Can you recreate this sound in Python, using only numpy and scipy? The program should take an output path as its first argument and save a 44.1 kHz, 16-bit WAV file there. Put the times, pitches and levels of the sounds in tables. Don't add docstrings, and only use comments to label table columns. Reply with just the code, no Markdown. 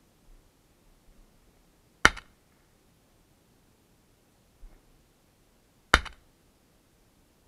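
import sys
import numpy as np
from scipy import signal
from scipy.fft import rfft, irfft
from scipy.io import wavfile

SR = 44100
rng = np.random.default_rng(int(sys.argv[2]) if len(sys.argv) > 2 else 0)


def to_wav(sig):
    pcm = np.clip(np.atleast_2d(sig), -1, 1) * 32767
    pcm = np.round(pcm).astype(np.int16)
    wavfile.write(sys.argv[1], SR, pcm.T)


N = 329427
T = np.arange(N) / SR


# (time [s], blast [dB], bark centre [Hz], crack centre [Hz],
# scatter [dB], recoil thump [dB], shudder [dB])
GUNSHOTS = [(2.0534, 4, 1551, 5962, -20, -24.5, -9), (5.9397, 2, 1216, 3884, -19.5, -18, -5.5)]
def shotgun(push_ms=.7, lead_s=.0048, jolt_db=-13, jolt_hz=1280, hiss_db=-32, kick_s=.0043):
    out, t = np.zeros(N), T[:SR]
    for s, blast_db, bark_hz, crack_hz, scatter_db, thump_db, shudder_db in GUNSHOTS:
        jolt = undb(jolt_db) * resonate(shock(t, push_ms), jolt_hz, width_hz=220)
        hiss = undb(hiss_db) * colour(noise(len(t)) * fade(t, t60=.06), STEEL_SCRAPE)
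        add(out, s - lead_s, jolt + hiss)
        add(out, s, undb(blast_db) * muzzle(t, push_ms, bark_hz, crack_hz))
        add(out, s, undb(scatter_db) * meadow(t))
        add(out, s + kick_s, recoil(t, thump_db, shudder_db))
    return out


def muzzle(t, push_ms, bark_hz, crack_hz, ahead_s=.00075, ground_s=.0063, low_cut_hz=160):
    snap = undb(-14) * shock(t, push_ms=.3)
    blast = -shock(t - ahead_s, push_ms)
    bounce = -undb(-17) * shock(t - ahead_s - ground_s, push_ms)
    bounce = colour(bounce, [(1500, -1), (6000, -14)])
    wave = snap + blast + bounce
    bark = undb(-1) * resonate(wave, bark_hz, width_hz=1000)
    crack = undb(1) * resonate(wave, crack_hz, width_hz=600)
    return signal.sosfilt(signal.butter(1, low_cut_hz, "high", fs=SR, output="sos"), wave + bark + crack)


def shock(t, push_ms):
    age = np.maximum(t, 0) * 1000 / push_ms
    return (t >= 0) * (1 - age) * np.exp(-age)


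# (frequency [Hz], level [dB])
NEAR_GRASS = [(100, -7.5), (300, -1), (550, 1.5), (850, 3.5), (1100, -1), (1500, 2), (2100, 1.5),
              (3700, -3.5), (5500, -8.5), (7000, -13.5), (11000, -16.5), (13000, -28.5), (16000, -36.5)]
DISTANT_FIELD = [(60, 10.5), (200, 12), (450, 10.5), (900, 2), (2000, 1), (4000, -7), (7000, -14),
                 (11000, -19.5), (14000, -34.5)]
def meadow(t, near_t60=.125, far_t60=.5, far_db=-23, build_s=.002453):
    near = colour(grains(len(t), spread_db=2.5) * fade(t, near_t60), NEAR_GRASS)
    far = colour(grains(len(t), spread_db=1.5) * fade(t, far_t60), DISTANT_FIELD)
    return (near + undb(far_db) * far) * (1 - np.exp(-t / build_s))


# (frequency [Hz], level [dB])
MOUNT_SHUDDER = [(15, -2), (35, 2.5), (70, -0.5), (105, -18.5), (220, -18.5), (500, -44.5), (2000, -80)]
def recoil(t, thump_db, shudder_db, swing_hz=55, shudder_t60=.47):
    shudder = colour(noise(len(t)), MOUNT_SHUDDER) * fade(t, shudder_t60)
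    return undb(shudder_db) * shudder - undb(thump_db) * rock(t, swing_hz, rise_s=.0071)


# (time [s], level [dB], treble [dB])
BOLT_SLAMS = [(2.172, -34, 2), (6.0600, -32.5, 0.5)]
# (time from the slam [s], level [dB], treble [dB])
BOLT_STROKE = [(-.006, -5, -3), (0, -1, 1), (0.0112, -.5, -6), (.083, -23, -12)]
# (time [s], level [dB], treble [dB], latch
# ring [dB])
LONE_CLINKS = [(2.1048, -34.5, -10.5, 13.5), (2.2170, -47.5, 0, 0), (6.1263, -41, -2.5, 10)]
def gun_action():
    out = np.zeros(N)
    for s, db, treble_db in BOLT_SLAMS:
        for after_s, knock_db, tilt_db in BOLT_STROKE:
            clack = knock(scrape_s=.0067, treble_db=treble_db + tilt_db, latch_db=-6)
            add(out, s + after_s, undb(db + knock_db) * clack)
    for s, db, treble_db, latch_db in LONE_CLINKS:
        add(out, s, undb(db) * knock(scrape_s=.003, treble_db=treble_db, latch_db=latch_db))
    return out


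# (frequency [Hz], level [dB])
STEEL_SCRAPE = [(100, -7), (600, -6), (1000, 0), (1500, -5.5), (2200, -2.5), (3700, -8.5), (6000, -13.5),
                (11000, -18.5), (13000, -32), (16000, -39.5)]
# (frequency [Hz], t60 [s], level [dB])
RECEIVER_MODES = [(1073, 0.037, 0.5), (1530, 0.045, 2), (2600, 0.044, 8), (2906, .04, 5), (3910, .04, 1),
                  (4560, .03, 6), (5754, .03, 4)]
LATCH_MODES = [(3070, .02, 1), (3860, 0.023, 2), (7430, .015, 5.5)]
def knock(scrape_s, treble_db, latch_db, receiver_db=-2, field_db=-22, field_t60=.14, bite_s=.00051):
    t = T[:SR // 4]
    envelope = np.exp(-(t / scrape_s) ** 4) + undb(field_db) * fade(t, field_t60)
    force = grains(len(t), spread_db=1.3) * envelope * (1 - np.exp(-t / bite_s))
    contact = colour(colour(force, STEEL_SCRAPE), [(1500, 0), (6000, treble_db)])
    receiver = undb(receiver_db) * ring(contact, RECEIVER_MODES)
    latch = undb(latch_db) * ring(contact, LATCH_MODES)
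    return contact + receiver + latch


# (time [s], level [dB], rise [s])
CAMERA_BUMPS = [(0.269, -47.5, 0.038), (.84, -56, .05), (1.075, -48.5, 0.016), (1.175, -48, 0.02),
                (4.624, -38.5, 0.017), (4.70, -51.5, 0.034)]
# (mid time [s], sleeve [dB], treble [dB], camera sway [dB])
ARM_SWINGS = [(1.5, -75, -1, -62), (2.613, -80.5, 15.5, -79.5), (4.76, -71, -7, -64)]
# (time [s], level [dB], half length [s], treble [dB])
SHORT_SCUFFS = [(1.571, -58.5, .004, -3), (2.524, -74, .005, 17), (4.738, -75, .018, 15)]
def handling(strap_hz=31.7, sway_width_hz=16, drag_db=-56, drag_db_per_db=.3, drag_lag_s=.08):
    out, drag = np.zeros(N), np.zeros(N)
    for s, db, rise_s in CAMERA_BUMPS:
        add(out, s, undb(db) * rock(T[:SR], strap_hz, rise_s))
        drag += undb(drag_db + drag_db_per_db * db) * swell(s + drag_lag_s, half_s=.066)
    sway = resonate(resonate(noise(), strap_hz, sway_width_hz), strap_hz, sway_width_hz)
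    for s, sleeve_db, treble_db, sway_db in ARM_SWINGS:
        out += undb(sleeve_db) * brush(swell(s, half_s=.16), treble_db)
        out += undb(sway_db) * swell(s, half_s=.28) * sway / np.std(sway)
    for s, db, half_s, treble_db in SHORT_SCUFFS:
        out += undb(db) * brush(swell(s, half_s), treble_db)
    return out + brush(drag, treble_db=-3.5)


# (frequency [Hz], level [dB])
JACKET_RUB = [(100, 8), (300, 19.5), (800, 6), (1400, -7), (2000, -4.5), (4000, -24), (12000, -19.5)]
def brush(pressure, treble_db):
    rub = colour(grains(N, spread_db=3.5) * pressure, JACKET_RUB)
    return colour(rub, [(500, 0), (1800, treble_db), (6000, 0)])


# (frequency [Hz], level [dB])
NOISE_FLOOR = [(12, -30.5), (20, 0), (37, 1), (54, -4), (129, -3.5), (315, -7.5), (416, -10.5),
               (505, -11.5), (686, -15), (811, -15.5), (906, -17), (1630, -22), (11100, -28),
               (13900, -30.5), (15500, -35)]
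def still_air(level_db=-63.5):
    air = colour(noise(), NOISE_FLOOR)
    return undb(level_db) * air / np.std(air)


# (frequency [Hz], width [Hz], level [dB])
CASE_MODES = [(893, 33, -3.5), (1427, 240, 11.5), (1800, 200, 8), (2136, 140, 11), (2994, 170, 10),
              (3667, 120, 13), (4060, 130, 6.5), (4620, 160, 4), (5880, 350, -1), (10230, 1100, 5.5)]
def camera_case(x):
    return x + sum(undb(db) * resonate(x, hz, width_hz) for hz, width_hz, db in CASE_MODES)


def microphone(x, ceiling=.9, null_hz=3340, treble_hz=12300):
    clipped = x / (1 + (x / ceiling) ** 8) ** (1 / 8)
    notched = clipped - resonate(clipped, null_hz, width_hz=200)
    return signal.sosfiltfilt(signal.butter(2, treble_hz, fs=SR, output="sos"), notched)


def undb(db):
    return 10 ** (np.asarray(db) / 20)


def noise(size=N):
    return rng.standard_normal(size)


def grains(size, spread_db):
    x = noise(size) * undb(spread_db * rng.exponential(size=size))
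    return x / np.std(x)


def fade(t, t60):
    return np.exp(-np.log(1000) * t / t60)


def swell(s, half_s):
    return np.exp(-((T - s) / half_s) ** 2)


def rock(t, hz, rise_s):
    return np.sin(2 * np.pi * hz * t) * t / rise_s * np.exp(1 - t / rise_s)


def resonate(x, hz, width_hz):
    return signal.lfilter(*signal.iirpeak(hz, hz / width_hz, fs=SR), x + 1e-18)


def ring(x, modes):
    return sum(undb(db) * resonate(x, hz, np.log(1000) / (np.pi * t60)) for hz, t60, db in modes)


def colour(x, points, size=8192):
    hz, db = np.transpose(points)
    grid = np.maximum(np.fft.rfftfreq(size, 1 / SR), 1)
    gain = undb(np.interp(np.log(grid), np.log(hz), db))
    cepstrum = irfft(np.log(gain))
    cepstrum[1:size // 2] *= 2
    cepstrum[size // 2 + 1:] = 0
    impulse = irfft(np.exp(rfft(cepstrum)))
    return signal.fftconvolve(x, impulse)[:len(x)]


def add(out, s, x):
    i = int(round(s * SR))
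    out[i:i + len(x)] += x[:N - i]


def scene():
    at_camera = shotgun() + gun_action() + handling()
    return (microphone(camera_case(at_camera)) + still_air())[None]


def record(dry, top_hz=15500):
    return signal.sosfiltfilt(signal.ellip(8, .05, 50, top_hz, fs=SR, output="sos"), dry)


dry = scene()
out = record(dry)
to_wav(out)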